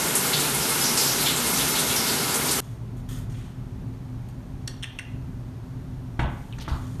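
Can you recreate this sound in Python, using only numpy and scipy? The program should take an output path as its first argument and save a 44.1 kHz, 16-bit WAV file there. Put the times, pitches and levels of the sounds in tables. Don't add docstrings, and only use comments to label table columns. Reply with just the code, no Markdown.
import sys
import numpy as np
from scipy import signal
from scipy.fft import rfft, irfft
from scipy.io import wavfile
from scipy.ndimage import uniform_filter1d

SR = 44100
rng = np.random.default_rng(int(sys.argv[2]) if len(sys.argv) > 2 else 0)


def inscribe(sig):
    pcm = np.round(np.clip(np.atleast_2d(sig).T, -1, 1) * 32767)
    wavfile.write(sys.argv[1], SR, pcm.astype(np.int16))


def volts_from_db(level):
    exponent = np.asarray(level, float) / 20
    return 10 ** exponent


N = 308700
HZ = np.fft.rfftfreq(N, 1 / SR)
CUT_S = 2.603

# (frequency [Hz], level per Hz [dB])
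SPRAY_SPECTRUM = [(18, -41), (30, -26), (64, -6), (102, -13.5), (115, -12.5), (134, -4.5), (247, -6.5),
                  (288, -7), (411, -3.5), (586, -10.5), (1360, -9), (1890, -13), (5210, -14.5),
                  (13000, -14)]
# (centre [Hz], width [Hz], level over the spray [dB])
STALL_MODES = [(138.4, 42, 5), (250, 45, 5.5), (355, 9.1, -4), (397, 8.3, -1), (794, 32, 2), (878, 26, 4),
               (976, 35.5, 2), (1318, 11, 7), (1450, 50, 0), (1410, 13, 5.5), (1800, 36, -3),
               (2146, 34, 7.5), (2160, 8.3, -9.5)]
# (time [s], level [dB])
JET_PRESSURE = [(0, -0.5), (.25, -1), (.9, .5), (2.0, 0.5), (2.4, -1.5), (2.6, -0.5)]
BODY_DB, SPRAY_DB, MIST_DB = -29, -2.5, 0.8
# (time [s], peak level [dB], centre [Hz], sizzle length [s])
SLAPS = [(0.33, -11, 3900, 0.0096), (0.6085, -20, 5460, 0.021), (0.8365, -12.5, 5440, 0.03),
         (0.881, -22, 5400, 0.026), (0.973, -12.5, 5130, 0.049), (1.071, -16, 5700, 0.049),
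         (1.18, -20, 4260, 0.033), (1.259, -11.5, 3500, 0.016), (1.5916, -18, 3300, 0.019),
         (1.749, -15, 3700, 0.025), (1.8967, -20, 3180, 0.021), (1.962, -14, 5370, 0.018),
         (2.072, -17.5, 4500, .03), (2.179, -21, 4750, 0.049), (2.483, -18, 4630, 0.017)]
SLAP_WIDTH_HZ, SLAP_T60_S = 1800, 0.52
# (time [s], peak level [dB], centre [Hz])
SPITS = [(0.1514, -8.5, 9300), (0.396, -13.5, 8500), (0.5406, -15, 10200), (0.6903, -15, 9600),
         (0.811, -16.5, 10500), (0.9705, -11.5, 7350), (1.2094, -15.5, 12200), (1.26, -23, 11300),
         (1.3598, -15.5, 8260), (1.4595, -17, 8700), (1.6797, -14, 12300), (1.788, -13, 9000),
         (1.9586, -16, 9600), (2.34, -13, 8600), (2.5108, -12.5, 8800)]
SPIT_WIDTH_HZ, SPIT_T60_S, SPIT_SIZZLE_S = 5400, 0.2, 0.017

# (time [s], knock level [dB], boom level [dB], hardness [Hz])
THUMPS = [(6.193, -17.5, -39, 3470), (6.1955, -21, -39, 1490), (6.21, -29, -30, 1200),
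          (6.228, -29, -35, 1500), (6.246, -34, -19.5, 1500), (6.584, -35, -32, 3000),
          (6.679, -24, -34, 1570), (6.70, -34, -41, 1500), (6.715, -40, -16, 1200), (6.755, -35, -34, 1186),
          (6.996, -36, -21, 4000)]
# (frequency [Hz], level [dB], decay time t60 [s])
BOARD_MODES = [(135.4, 1, 0.15), (204, 0, 0.11), (299, -5.5, 0.065), (480, -14, 0.067), (696, -9.5, 0.056),
               (900, -5, 0.067), (1100, -1, 0.038), (1370, -6.5, 0.036)]

# (time [s], peak level [dB], cavity [Hz])
CLICKS = [(4.6752, -28, 5600), (4.6775, -20.5, 4470), (4.6795, -25, 3150), (4.682, -37, 1890),
          (4.826, -28, 3200), (4.831, -22, 3150), (4.8352, -23, 3150), (4.842, -26, 2770),
          (4.841, -28, 1810), (4.9875, -27, 2730), (4.989, -24.5, 2730), (4.9935, -29, 2740),
          (4.994, -25, 2050)]
# (time [s], peak level [dB], frequency [Hz])
TICKS = [
    (6.526, -33, 3000),
    (6.534, -37, 2580),
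]
# (centre [Hz], width [Hz], level [dB])
CAVITY_BANDS = [(1800, 1000, -13), (5700, 1200, -15), (8700, 1300, -12)]
SLIP_T60_S = 0.013
UPPER_DB, TICK_UPPER_DB = -5, -17
HISS_DB, HISS_DB_PER_OCTAVE, TICK_HISS_DB = -16.5, 11.5, -10

# (time [s], length [s], level [dB], centre [Hz])
SWISHES = [
    (2.611, 0.15, -58, 6500),
    (2.965, 0.052, -59.5, 9000),
    (3.087, 0.13, -46.5, 10900),
    (3.295, 0.22, -58, 5500),
    (4.285, 0.023, -58, 9720),
    (6.295, 0.72, -64, 8000),
    (6.692, 0.4, -57.5, 6000),
]
# (centre [Hz], width [Hz], level [dB])
WEAVE = [(1300, 360, -10), (1910, 370, -12.5), (3350, 760, -8.5), (6740, 1300, -8.5), (8500, 1400, -11)]
# (time [s], length [s], level
# [dB], centre [Hz])
SCRATCHES = [
    (3.339, 0.18, -57.5, 2600),
    (6.587, 0.015, -45, 360),
    (6.68, .02, -43, 4200),
    (6.583, 0.0089, -45, 5300),
    (6.598, 0.038, -43.5, 4000),
    (6.646, 0.029, -46.5, 2800),
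    (6.72, 0.045, -64, 4000),
    (6.61, 0.034, -52, 9700),
    (6.866, 0.0093, -52, 5000),
]
# (time [s], length [s], level [dB], centre [Hz])
SLIDES = [
    (6.195, 0.12, -37, 890),
    (6.681, 0.12, -41.5, 1200),
]
# (pitch ratio [1], length share [1], level [dB])
SLIDE_LAYERS = [(2.9, 0.78, -7), (8, 0.34, -16)]
SWISH_SPREAD, SCRATCH_SPREAD, SLIDE_SPREAD = 2.5, 1, 0.8

# (frequency [Hz], level per Hz [dB])
ROOM_SPECTRUM = [(16, -48), (28, -14), (86, -10), (120, -4), (207, -15), (230, -19), (262, -13), (291, -23),
                 (349, -25), (441, -27), (477, -33.5), (529, -30), (867, -32), (2580, -45.5),
                 (14000, -56.5)]
# (centre [Hz], width [Hz], level over the hush [dB])
DRONE_MODES = [(46, 22, 4.5), (120, 10.2, 5.5), (255.4, 9.4, 6), (355.5, 24, 1.5)]
DRONE_DB, HUSH_DB = -35, -35.5
# (centre [Hz], width [Hz], level [dB])
MICROPHONE_DIPS = [(4950, 220, -3), (7660, 510, -3.5), (10200, 790, -3)]
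# (time [s], centre [Hz], level [dB])
WIDE_GRAINS = [(.0, 6000, -54), (.823, 5300, -30), (.823, 9600, -38), (1.313, 11100, -39),
               (1.733, 5800, -37), (2.153, 11700, -39), (2.5, 5730, -40), (2.572, 7040, -38),
               (2.572, 11000, -37)]


def spray():
    drops = rng.standard_normal(N) * volts_from_db(np.minimum(3.4 * rng.exponential(size=N), 12))
    blur = rng.standard_normal(N)
    modes = np.sqrt(1 + sum(volts_from_db(db) ** 2 * bell(hz, width) for hz, width, db in STALL_MODES))
    wet = colour(volts_from_db(-6) * unit(drops) + blur, curve(SPRAY_SPECTRUM) * modes)
    shared = walk(15.92)
    patchy = np.zeros(N)
    for k, hz in enumerate(range(0, 15000, 1500)):
        region = np.cos(np.clip((HZ - hz) / 1500, -1, 1) * np.pi / 2) ** 2
        flicker_db = min(k / 3, 1) * (shared + walk(20))
        patchy += volts_from_db(flicker_db) * colour(wet, region)
    low = 1 / (1 + (HZ / 2250) ** 8)
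    top = 1 / (1 + (6500 / (HZ + 1)) ** 8)
    jet_db = np.interp(np.arange(N) / SR, *np.transpose(JET_PRESSURE))
    body = volts_from_db(BODY_DB) * unit(colour(patchy, low))
    middle = volts_from_db(BODY_DB + SPRAY_DB + jet_db) * unit(colour(patchy, 1 - low - top))
    mist = volts_from_db(BODY_DB + MIST_DB + jet_db) * unit(colour(patchy, top))
    return body + middle + mist


def slaps():
    out, t = np.zeros(N), np.arange(SR // 2) / SR
    rows = [(*row, SLAP_WIDTH_HZ, SLAP_T60_S) for row in SLAPS]
    rows += [(*row, SPIT_SIZZLE_S, SPIT_WIDTH_HZ, SPIT_T60_S) for row in SPITS]
    for s, db, hz, sizzle, width, t60 in rows:
        envelope = fade(np.maximum(t - sizzle, 0), t60) * np.minimum(t / 0.0012, 1)
        add(out, s, volts_from_db(db - 12.5) * burst(t, hz, width, order=2) * envelope)
    return out


def thumps():
    out, t = np.zeros(N), np.arange(SR // 2) / SR
    for s, knock_db, boom_db, hard_hz in THUMPS:
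        knock = 0.5 * burst(t, 970, hard_hz, order=3) * fade(t, 0.046) * np.minimum(t / 0.00092, 1)
        modes = np.zeros(len(t))
        for hz, db, t60 in BOARD_MODES:
            level = volts_from_db(db - 6.5 + 2.4 * rng.standard_normal())
            mode_hz = hz * (1 + 0.047 * rng.standard_normal())
            modes += level * np.sin(2 * np.pi * mode_hz * t) * fade(t, t60)
        boom_hz = 75 * (1 + 0.034 * rng.standard_normal())
        boom = np.sin(2 * np.pi * boom_hz * t) * fade(t, 0.086)
        add(out, s, volts_from_db(knock_db) * (knock + modes) + volts_from_db(boom_db) * boom)
    return out


def clicks():
    out, t = np.zeros(N), np.arange(SR // 40) / SR
    for slips, upper_db, less_db in ((CLICKS, UPPER_DB, 0), (TICKS, TICK_UPPER_DB, TICK_HISS_DB)):
        for s, db, hz in slips:
            ring = np.sin(2 * np.pi * hz * t + 6 * rng.random()) + 0.62 * burst(t, hz, 900, order=2)
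            upper = sum(volts_from_db(g) * burst(t, f, width) for f, width, g in CAVITY_BANDS)
            hiss_db = less_db + HISS_DB + HISS_DB_PER_OCTAVE * np.log2(hz / 3000)
            air = volts_from_db(upper_db) * upper + volts_from_db(hiss_db) * burst(t, 6200, 9400)
            slip = ring * fade(t, SLIP_T60_S) + air * fade(t, 0.025)
            add(out, s, volts_from_db(db) * slip * np.minimum(t / 0.00062, 1))
    return out


def swishes():
    out = np.zeros(N)
    for s, length, db, hz in SWISHES:
        add(out, s, rub(length, db, hz, SWISH_SPREAD * hz))
        for f, width, g in WEAVE:
            add(out, s, rub(length, db + g, f, width))
    for s, length, db, hz in SCRATCHES:
        add(out, s, rub(length, db, hz, SCRATCH_SPREAD * hz))
    for s, length, db, hz in SLIDES:
        for ratio, share, g in [(0.9, 0.88, 0), *SLIDE_LAYERS]:
            add(out, s, rub(share * length, db + g, ratio * hz, SLIDE_SPREAD * ratio * hz))
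    return out


def rub(length, db, hz, width):
    t = np.arange(int(2 * length * SR)) / SR
    grain = volts_from_db(25 * uniform_filter1d(rng.standard_normal(len(t)), size=200))
    taper = volts_from_db(-4 * t / length) / (1 + (t / length) ** 6)
    return volts_from_db(db) * burst(t, hz, width, order=3) * grain * np.minimum(t / 0.0026, 1) * taper


def living_room():
    hum = np.sqrt(1 + sum(volts_from_db(db) ** 2 * bell(hz, width) for hz, width, db in DRONE_MODES))
    hush = unit(colour(rng.standard_normal(N), curve(ROOM_SPECTRUM) * hum))
    bass = colour(hush, 1 / (1 + (HZ / 400) ** 4))
    return volts_from_db(DRONE_DB + 1.56 * walk(6.1)) * bass + volts_from_db(HUSH_DB) * (hush - bass)


def echo(x, t60, wet_db, damp_hz):
    t = np.arange(SR // 2) / SR
    tail = rng.standard_normal(len(t)) * (t > 0.004)
    low = signal.lfilter(*signal.butter(2, damp_hz, fs=SR), tail)
    tail = low * fade(t, t60) + (tail - low) * fade(t, t60 / 2)
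    return x + volts_from_db(wet_db) * signal.fftconvolve(x, tail / np.sqrt(np.sum(tail ** 2)))[:N]


def starve(x, margin_db, depth_db):
    f, _, z = signal.stft(x, SR, nperseg=1024)
    power = uniform_filter1d(np.abs(z) ** 2, size=5, axis=0)
    db = 10 * np.log10(uniform_filter1d(power, size=3, axis=1) + 1e-20)
    margin = margin_db * (10000 / (f[:, None] + 1)) ** 0.7
    weak = db < uniform_filter1d(db, size=60, axis=0) - margin
    return signal.istft(z * np.where(weak, volts_from_db(depth_db), 1), SR, nperseg=1024)[1][:N]


def colour(x, gain):
    return irfft(rfft(x) * gain, N)


def curve(points):
    hz, db = np.transpose(points)
    return volts_from_db(np.interp(np.log(HZ + 1), np.log(hz), db))


def bell(hz, width):
    return np.exp(-2 * ((HZ - hz) / width) ** 2)


def unit(x):
    return x / np.sqrt(np.mean(x ** 2))


def walk(rate):
    k = int(SR / rate)
    held = np.repeat(rng.standard_normal(N // k + 1), k)
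    return 1.33 * uniform_filter1d(uniform_filter1d(held, k), k)[:N]


def fade(t, t60):
    return np.exp(-np.log(1000) * t / max(t60, 0.002))


def burst(t, hz, width, order=4):
    f = np.fft.rfftfreq(len(t), 1 / SR)
    band = 1 + np.abs(2 * (f - hz) / width) ** order
    return unit(irfft(rfft(rng.standard_normal(len(t))) / band, len(t)))


def add(out, s, x):
    i = int(s * SR)
    out[i:i + len(x)] += x[:N - i]


def scene():
    stall = colour(spray() + slaps(), 1 / (1 + (HZ / 13150) ** 400))
    near = echo(swishes() + clicks(), 0.52, -7.5, damp_hz=5050)
    far = echo(thumps(), 0.66, -3.0, damp_hz=3000)
    dips = volts_from_db(sum(db * bell(hz, width) for hz, width, db in MICROPHONE_DIPS))
    home = colour(living_room() + near + far, dips)
    home = starve(colour(home, 1 / (1 + (HZ / 14000) ** 200)), margin_db=3.3, depth_db=-22)
    after = np.clip((np.arange(N) / SR - CUT_S) / 0.0016, 0, 1)
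    return np.tile((1 - after) * stall + after * home, (2, 1))


def roll_off(x):
    return signal.sosfilt(signal.butter(12, 14230, fs=SR, output="sos"), x)


def record(dry):
    side, t = np.zeros(N), np.arange(2048) / SR
    for s, hz, db in WIDE_GRAINS:
        grain = volts_from_db(db) * burst(t, hz, 1060) * np.sin(np.pi * t / t[-1]) ** 2
        add(side, max(s - t[-1] / 2, 0), grain)
    return roll_off(dry + np.array([side, -side]))


dry = scene()
out = record(dry)
inscribe(out)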